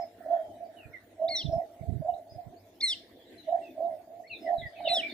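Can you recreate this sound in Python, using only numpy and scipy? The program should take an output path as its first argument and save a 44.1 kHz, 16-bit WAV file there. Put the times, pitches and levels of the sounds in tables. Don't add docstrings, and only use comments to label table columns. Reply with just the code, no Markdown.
import sys
import numpy as np
from scipy import signal
from scipy.fft import rfft, irfft, next_fast_len
from scipy.io import wavfile
from scipy.ndimage import uniform_filter1d, map_coordinates

SR = 44100
rng = np.random.default_rng(int(sys.argv[2]) if len(sys.argv) > 2 else 0)


def materialize(psi):
    bounded = np.clip(np.atleast_2d(psi).T, -1, 1)
    quanta = np.round(bounded * 32767).astype(np.int16)
    wavfile.write(sys.argv[1], SR, quanta)


def boost_factor(decibels):
    exponent = np.asarray(decibels, float) / 20
    return 10 ** exponent


N = 226385


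def along(points, hz):
    f, v = np.transpose(points)
    return np.interp(np.log(hz + 1), np.log(f + 1), v)


def unit(x):
    return x / np.sqrt(np.mean(x ** 2) + 1e-20)


def filtered(x, response):
    m = next_fast_len(N + SR // 2)
    hz = np.fft.rfftfreq(m, 1 / SR)
    return irfft(rfft(x, m) * response(hz), m)[..., :N]


def add(track, s, piece):
    start = max(round(s * SR), 0)
    room = track[..., start:start + piece.shape[-1]]
    room += piece[..., :room.shape[-1]]


def wobble(size, rate):
    knots = rng.standard_normal(int(size * rate / SR) + 4)
    return map_coordinates(knots, [np.arange(size) * rate / SR])


# hz, likeness (0-1)
PORT_LIKENESS = [(100, 1), (640, 0.83), (1400, 0.3), (3000, 0.05), (15000, 0)]


def rush(spectrum, patchy_db):
    z = signal.stft(rng.standard_normal((2, N)), nperseg=512)[2]
    patches = uniform_filter1d(uniform_filter1d(rng.standard_normal(z.shape[1:]), 5, 0), 10, 1)
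    pair = signal.istft(z * boost_factor(patchy_db * unit(patches)), nperseg=512)[1][:, :N]

    def color(hz):
        turn = np.arccos(np.clip(along(PORT_LIKENESS, hz), -1, 1)) / 2
        return boost_factor(along(spectrum, hz)) * np.array([np.cos(turn), np.sin(turn)])

    mid, side = filtered(pair, color)
    return unit(np.array([mid + side, mid - side]))


# hz, t60_s
YARD_DECAY = [(500, 0.14), (2500, 0.41), (5000, 0.67), (10000, 0.28)]


def yard(x, haste):
    hz, t, z = signal.stft(rng.standard_normal((2, SR // 2)), SR, nperseg=256)
    decay = boost_factor(-60 * haste * t / along(YARD_DECAY, hz)[:, None])
    tail = signal.istft(z * decay, SR, nperseg=256)[1]
    return signal.fftconvolve(x[None], tail / np.linalg.norm(tail[0]), axes=1)[:, :N]


# start_s, flock_db, town_db
WASH_LEVELS = [(0.0, -69.5, -60), (0.26, -71, -55.5), (1.109, -72.5, -65), (1.428, -69.5, -55.5),
               (1.998, -75, -64.5), (2.16, -81, -62.5), (3.34, -60.5, -59), (3.761, -68.5, -57),
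               (4.26, -83, -67), (4.429, -62, -48), (4.718, -62.5, -62), (5.13, -48, -47)]
# hz, level_db (per Hz)
AIR_COLOR = [(260, -57), (450, 6.5), (623, -2.5), (1230, -16.5), (1760, -15.5), (2010, -15), (2470, -19.5),
             (3180, -22), (11700, -22.5), (15500, -16)]
FLOCK_COLOR = [(1200, -52), (1600, -3.5), (2000, 2), (2600, -10.5), (3600, -3), (4300, -8), (5200, -19),
               (6200, -60.5)]
TOWN_COLOR = [(15, -53.5), (40, -11), (85, -10), (103, 3), (125, -16.5), (200, -8), (250, -2), (340, 1.5),
              (430, -8), (560, -40)]


def background():
    hum_top_hz = 182
    s, *levels = np.transpose(WASH_LEVELS)
    flock_db, town_db = [np.interp(np.arange(N) / SR, s, db) for db in levels]
    flock = boost_factor(flock_db - 1.0) * rush(FLOCK_COLOR, patchy_db=5.5)
    town = filtered(boost_factor(town_db + 1.0) * rush(TOWN_COLOR, patchy_db=3.5), lambda hz: hz > hum_top_hz)
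    hum = filtered(boost_factor(-61) * rush(TOWN_COLOR, patchy_db=2.9), lambda hz: hz <= hum_top_hz)
    air = boost_factor(-60.5) * boost_factor([[-2.5], [-.6]]) * rush(AIR_COLOR, patchy_db=4.5)
    return air + town + hum + flock


# start_s (first eddy), length_s, level_db, fade_db_per_s
GUSTS = [
    (0.862, .045, -45, -30),
    (1.292, 0.076, -47.5, -57),
    (1.453, .13, -22.5, -40.5),
    (1.821, .02, -31, 8),
    (1.891, 0.14, -18.5, -47),
    (2.056, .1, -45, 9),
    (2.325, 0.0604, -40.5, 149),
    (2.469, 0.0306, -33.5, -3),
    (4.588, 0.076, -35, -19),
    (4.898, .02, -41, 5),
]


def eddies():
    shed_s, tone_hz, width_ms = .037, 110.7, 12
    rows, step = [], np.arange(6) * shed_s
    for (s, span, db, fade), luck in zip(GUSTS, rng.standard_normal((len(GUSTS), 2, 4, 6))):
        for (late, size, tone, width), lag, loss in zip(luck, (0, .017), (0, -9)):
            spent = 3000 * np.clip(step - span, 0, 1)
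            level = db + loss + fade * step + 2 * size - spent
            times = s + step + lag + .003 * late
            rows += zip(times, level, tone_hz * np.exp(.17 * tone), width_ms * np.exp(.3 * width))
    return rows


def bursts(rows, stretch):
    track, t = np.zeros(N), np.arange(-SR // 20, SR // 20) / SR
    for (s, db, hz, ms), turn in zip(rows, rng.random((len(rows), 1))):
        bell = np.exp(-(t / (stretch * ms / 1000)) ** 2)
        burst = boost_factor(db) * bell * np.cos(2 * np.pi * (hz * t + turn))
        skip = max(0, len(t) // 2 - round(s * SR))
        add(track, s - 1 / 20, burst[skip:])
    return track


# hz, level_db (per Hz)
TURBULENCE_COLOR = [(15, -35), (60, -4.5), (120, -11.5), (250, -12), (450, -24.5), (900, -69)]


def wind():
    puffs = bursts(eddies(), stretch=0.5)
    sharpened = puffs + 0.41 * puffs * np.abs(puffs)
    gust = uniform_filter1d(uniform_filter1d(np.abs(puffs), 900), 900)
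    turbulence = boost_factor(-3.5) * gust * rush(TURBULENCE_COLOR, patchy_db=-0.5)[0]
    return (sharpened + turbulence) * boost_factor([[-30], [0.3]])


# start_s, length_s, level_db
CAWS = [
    (0.154, 0.31, -59.5),
    (0.66, 0.29, -65.5),
    (0.886, 0.19, -67),
    (4.784, 0.37, -62.5),
]
# hz, level_db (per Hz)
CROW_THROAT = [(1050, -54), (1250, -6), (1450, 2.5), (1600, -4.5), (1800, 5.5), (2100, -12.5), (2400, -49)]


def crow():
    swell = np.zeros(N)
    for s, span, db in CAWS:
        add(swell, s, boost_factor(db) * signal.windows.tukey(round(span * SR), .6))
    return swell * rush(CROW_THROAT, patchy_db=2.5) * boost_factor([[-4], [1.5]])


# start_s, length_s, start_hz, end_hz, peak_db
WHISTLES = [(0.0, 0.042, 5306, 5020, -55.5), (0.286, 0.38, 3368, 2887, -72.5),
            (0.645, 0.02, 4570, 4750, -69), (0.765, 0.087, 3064, 2340, -56),
            (0.83, 0.0314, 2553, 2365, -54), (0.914, 0.0242, 1730, 2184, -66),
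            (0.931, 0.0487, 2205, 1866, -42), (1.522, 0.023, 5160, 5600, -52.5),
            (2.088, 0.052, 3004, 2770, -67), (2.137, 0.015, 3620, 4160, -60.5),
            (2.294, 0.043, 5000, 4955, -58.5), (2.561, 0.059, 4110, 5585, -68.5),
            (3.377, 0.041, 4140, 3870, -53), (3.617, 0.1, 2796, 2424, -56.5),
            (3.699, 0.031, 3620, 3390, -67),
            (4.235, 0.053, 1824, 2396, -54.5), (4.273, 0.033, 4320, 4320, -57.5),
          (4.296, 0.06, 2860, 2298, -40), (4.313, 0.077, 4230, 3310, -49),
          (4.401, 0.077, 5380, 4840, -62.5), (4.456, 0.06, 2083, 1712, -46),
          (4.578, 0.056, 4090, 3190, -47), (4.615, 0.086, 2067, 1830, -41),
          (4.659, 0.041, 4660, 5050, -63.5), (4.756, 0.041, 2660, 2400, -53),
          (4.798, 0.048, 2214, 2346, -53.5), (4.837, 0.11, 3774, 3440, -41.5),
          (4.845, 0.073, 3167, 2286, -35.5), (5.023, 0.035, 2255, 2442, -36),
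          (5.036, 0.051, 2410, 2238, -35.5), (5.089, 0.04, 3800, 3400, -45.5)]


def far_birds():
    out = np.zeros((2, N))
    songs = WHISTLES
    for (s, span, start_hz, end_hz, db), side in zip(songs, rng.standard_normal((len(songs), 1))):
        u = np.linspace(0, 1, round(span * SR))
        pitch = (start_hz + (end_hz - start_hz) * u) * (1 + 0.015 * wobble(len(u), 600))
        phase = 2 * np.pi * np.cumsum(pitch) / SR
        flutter_db = 3.5 * np.array([wobble(len(u), 110), wobble(len(u), 150)])
        shape = np.sin(np.pi * u ** .7) * boost_factor(flutter_db)
        add(out, s, boost_factor(db + 2 * side * np.array([[1], [-1]])) * shape * np.sin(phase))
    return out + boost_factor(-2.0) * yard(out.mean(axis=0), haste=2.3)


# share of its length, ratio to crest pitch, level_db
CALL = [
    (0, .79, -13),
    (.035, .855, -2),
    (.082, 1.1, -8.5),
    (.16, .975, -1.5),
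    (0.309, 1.001, -1.5),
    (0.518, .915, -1),
    (.78, .8, 0),
    (.91, .72, -2.5),
    (1.001, .615, -16.5),
]


def call_rows(s, span, hz, db, push, push_db):
    u = np.linspace(0, 1, num=100)
    share, ratio, shape_db = np.transpose(CALL)
    near = (u - push) / 0.089
    bell = push_db * np.exp(-near ** 2)
    pitch = hz * np.interp(u, share, ratio) * (1 - 0.0024 * 2 * near * bell)
    return np.transpose([s + u * span, pitch, db + np.interp(u, share, shape_db) + bell])


# hz, gain_db
BEAK = [(1500, -55), (1930, -32), (2080, -10), (2350, -16), (4300, -14), (5000, -8), (5650, -8),
        (6050, -24), (6500, -40), (7300, -30), (8200, -21), (8800, -23), (9700, -25), (10300, -36),
        (11500, -36), (13000, -55)]
# hz, gain_db
LEAVES = [(1500, 12.5), (3300, -5.5), (4300, -2), (5200, -3.5), (8000, 3), (11000, -4)]


def chirp(rows, open_s, shut_s, flick_db, third_db, upper_db, slap_db):
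    s, hz, db = np.transpose(rows)
    t = np.arange(s[0] - .003, s[-1] + 0.003, 1 / SR)
    size, since, left = len(t), t - t[0], t[-1] - t
    pitch = uniform_filter1d(np.interp(t, s, hz), 90)
    level = boost_factor(np.interp(t, s, db) + .9 * wobble(size, 200)) * signal.windows.tukey(size, .06)
    phase = 2 * np.pi * np.cumsum(pitch) / SR

    def partial(k, gain_db):
        rough = .02 * k * k * wobble(size, 700)
        return boost_factor(gain_db + along(BEAK, k * pitch)) * np.sin(k * phase + rough)

    upper = np.zeros(size)
    for k in range(4, 7):
        upper += partial(k, upper_db - 6 * (k - 4) + (2.5 * k - 8) * wobble(size, 40))
    upper *= np.clip((since - .012) / .03, .1, 1) * np.clip(left / .03, 0, 1)
    flick_loss = flick_db * np.clip((open_s - since) / 0.013, 0, 1)
    shut_loss = 12 * np.clip((since - shut_s) / .015, 0, 1)
    third = partial(2.983, third_db + 3.0 * wobble(size, 86) - flick_loss - shut_loss)

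    voice, slap = np.zeros((2, N))
    add(voice, t[0], level * (partial(0.99, 3) + np.sin(2 * phase) + third + upper))
    slap_level = level * boost_factor(slap_db + 5 * wobble(size, 90)) * np.clip((pitch - 1600) / 250, 0, 1)
    add(slap, t[0] + .072, slap_level * np.sin(2 * phase + .7 * wobble(size, 500)))

    ports = filtered(voice[None], lambda f: np.exp(.6j * np.array([[1], [-1]]) * (f > 0)))
    late_s = .015
    answer = filtered(yard(voice, haste=1.8),
                      lambda f: boost_factor(along(LEAVES, f)) * np.exp(-2j * np.pi * f * late_s))
    return ports + slap + boost_factor(-13) * answer


# start_s, length_s, crest_hz, level_db, push (share of the length), push_db
CHIRPS = [
    (1.281, 0.15, 2192, -32, .52, 6.5),
    (2.806, 0.14, 2155, -26.5, .26, 7),
    (4.876, .139, 2043, -25.5, 0.47, 0),
]


def near_bird():
    first, second, third = [call_rows(*row) for row in CHIRPS]
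    near = chirp(first, open_s=0.066, shut_s=0.21, flick_db=16.5, third_db=2.5, upper_db=-4, slap_db=-15)
    near += chirp(second, open_s=0.033, shut_s=0.18, flick_db=1, third_db=-1.0, upper_db=7, slap_db=-27.5)
    near += chirp(third, open_s=0.072, shut_s=0.097, flick_db=14, third_db=-4.5, upper_db=0, slap_db=-22)
    return near


# crest_s, level_db, crest_hz, rise_s, fall_s
NOTES = [
    (0.02, -29.5, 691.3, 0.059, 0.03893),
    (0.337, -30, 693.2, .09, .09),
    (1.243, -31, 682.3, 0.0523, .11),
    (1.575, -29, 681.5, 0.0816, 0.076),
    (2.107, -31.5, 696.4, 0.073, .09),
    (3.535, -26.5, 695.4, 0.056, 0.0795),
    (3.851, -31, 667, .08, .12),
    (4.524, -26, 696.2, 0.0803, 0.0658),
    (4.927, -28, 703, 0.0814, 0.08),
]
# center_s, level_db, width_ms, slip_hz
ACCENTS = [(.212, -39, 5.6, 3), (0.265, -37, 6.8, -27.5), (0.313, -22.5, 4.9, -21.5), (.337, -20, 14, -1.5),
           (0.366, -28.5, 6.16, -21), (0.401, -34.5, 13.2, -20.5), (1.209, -33.5, 3.5, -10),
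           (1.224, -23.5, 5.5, -13.5), (1.248, -25.5, 12, -13.5), (1.499, -33.5, 4, -16),
           (1.537, -22.5, 4.9, -14.5), (1.585, -33, 7.3, -8.5), (2.026, -32.5, 4.9, -20),
           (2.058, -32.5, 8, -46), (2.096, -21, 11, 4), (3.49, -26, 9.4, -32), (3.529, -21, 6, 8),
           (3.552, -23, 8, 0), (3.782, -30.5, 3.6, 27), (3.81, -29, 4.6, -25), (3.826, -28.5, 2.5, 0.5),
           (3.864, -30, 21.7, 8.5), (4.204, -35, 6.6, -1.5), (4.506, -29, 4.3, -48.5),
           (4.538, -27, 7.3, -5), (4.807, -31, 2.5, 16), (4.856, -28, 4.6, -11), (4.877, -20, 3.4, -30),
           (4.935, -24, 8, -5), (4.973, -28, 2.3, -2)]


def low_voice():
    throb_hz, throb_depth, crest_throb = 66, .62, 0.47
    edge_db, sag_hz = -12, 45.11
    waver_hz, slip_per_throb_hz = 13, 9
    t = np.arange(N) / SR
    crest, db, hz, rise, fall = np.transpose(NOTES)
    k = np.searchsorted((crest[1:] - rise[1:] + crest[:-1] + fall[:-1]) / 2, t)
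    u = (t - crest[k]) / np.where(t < crest[k], rise[k], fall[k])
    swell = boost_factor(db[k] + edge_db * np.minimum(u ** 2 + 0.13 * u ** 4, 9))
    beat = np.cos(2 * np.pi * np.cumsum(throb_hz * (1 + .25 * wobble(N, 40))) / SR)
    throb = 1 + throb_depth * np.clip(crest_throb + np.abs(u), 0, 1) * beat
    level = swell * throb * boost_factor(2 * wobble(N, 50))
    sag = sag_hz * u ** 2 * np.exp(-(u / 1.25) ** 8)
    pitch = hz[k] - sag + waver_hz * wobble(N, 70) + slip_per_throb_hz * beat
    for s, accent_db, ms, slip_hz in ACCENTS:
        near = slice(round((s - .05) * SR), round((s + .05) * SR))
        bell = np.exp(-np.abs((t[near] - s) * 1000 / ms) ** 2.5)
        level[near] += boost_factor(accent_db) * bell
        pitch[near] += slip_hz * bell
    return level * np.sin(2 * np.pi * np.cumsum(pitch) / SR)


# delay_s, level_db
FAR_WALLS = [
    (.297, -14),
    (.44, -25.5),
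]
# hz, level_db (per Hz)
RASP_COLOR = [(350, -50), (480, -12), (800, 0), (1000, -6), (1150, -30), (1400, -60)]
# hz, level_db (per Hz)
VALLEY_COLOR = [(480, -44), (580, -13), (630, -9), (690, -2.5), (730, -22), (850, -21), (1000, -56.5)]


def low_bird():
    voice = low_voice()
    walls = np.zeros(N)
    for s, db in FAR_WALLS:
        add(walls, s, boost_factor(db) * voice)
    effort = uniform_filter1d(np.abs(voice), 500)
    rasp = boost_factor(-26) * effort * rush(RASP_COLOR, patchy_db=2)
    valley_t60_s = 1.79
    decay = boost_factor(-120 * np.arange(2 * SR) / SR / valley_t60_s)
    fading = signal.fftconvolve(voice ** 2, decay)[:N] * 10 / SR
    echo = (boost_factor(-20) * np.sqrt(np.abs(fading)) + boost_factor(-69)) * rush(VALLEY_COLOR, patchy_db=3.0)
    blurred = boost_factor(-7.5) * yard(walls, haste=1.2)
    direct = (voice + 0.63 * walls + rasp) * boost_factor([[-2.5], [1.8]])
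    return direct + boost_factor(-9) * yard(voice, haste=1.0) + blurred + echo


def scene():
    return background() + wind() + crow() + far_birds() + near_bird() + low_bird()


def thinned(x, keep_db, mask_db):
    treble_hz = 2600
    hz, t, z = signal.stft(x, SR, nperseg=2048)
    size = np.abs(z) * (hz[:, None] > treble_hz)
    bands = np.repeat(rng.standard_normal((len(hz) // 16 + 1, len(t))), 16, axis=0)[:len(hz)]
    drift_db = 2.8 * uniform_filter1d(bands, size=2, axis=1)
    thrift_db = along([(3000, -16.5), (5500, -4.0), (15000, 5)], hz)[:, None]
    usual = np.median(size, axis=2)[..., None] * boost_factor(keep_db + thrift_db + drift_db)
    masked = boost_factor(mask_db) * uniform_filter1d(size, size=240, axis=1)
    kept = (size > usual + masked) | (hz[:, None] <= treble_hz)
    return signal.istft(z * kept, SR, nperseg=2048)[1][:, :N]


def low_pass(x):
    return signal.sosfilt(signal.butter(12, 16750, fs=SR, output="sos"), x)


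def record(dry):
    thin = thinned(dry, keep_db=0.0, mask_db=-24.5)
    mix = filtered(thin, lambda hz: hz < 15560)
    return low_pass(mix)


dry = scene()
out = record(dry)
materialize(out)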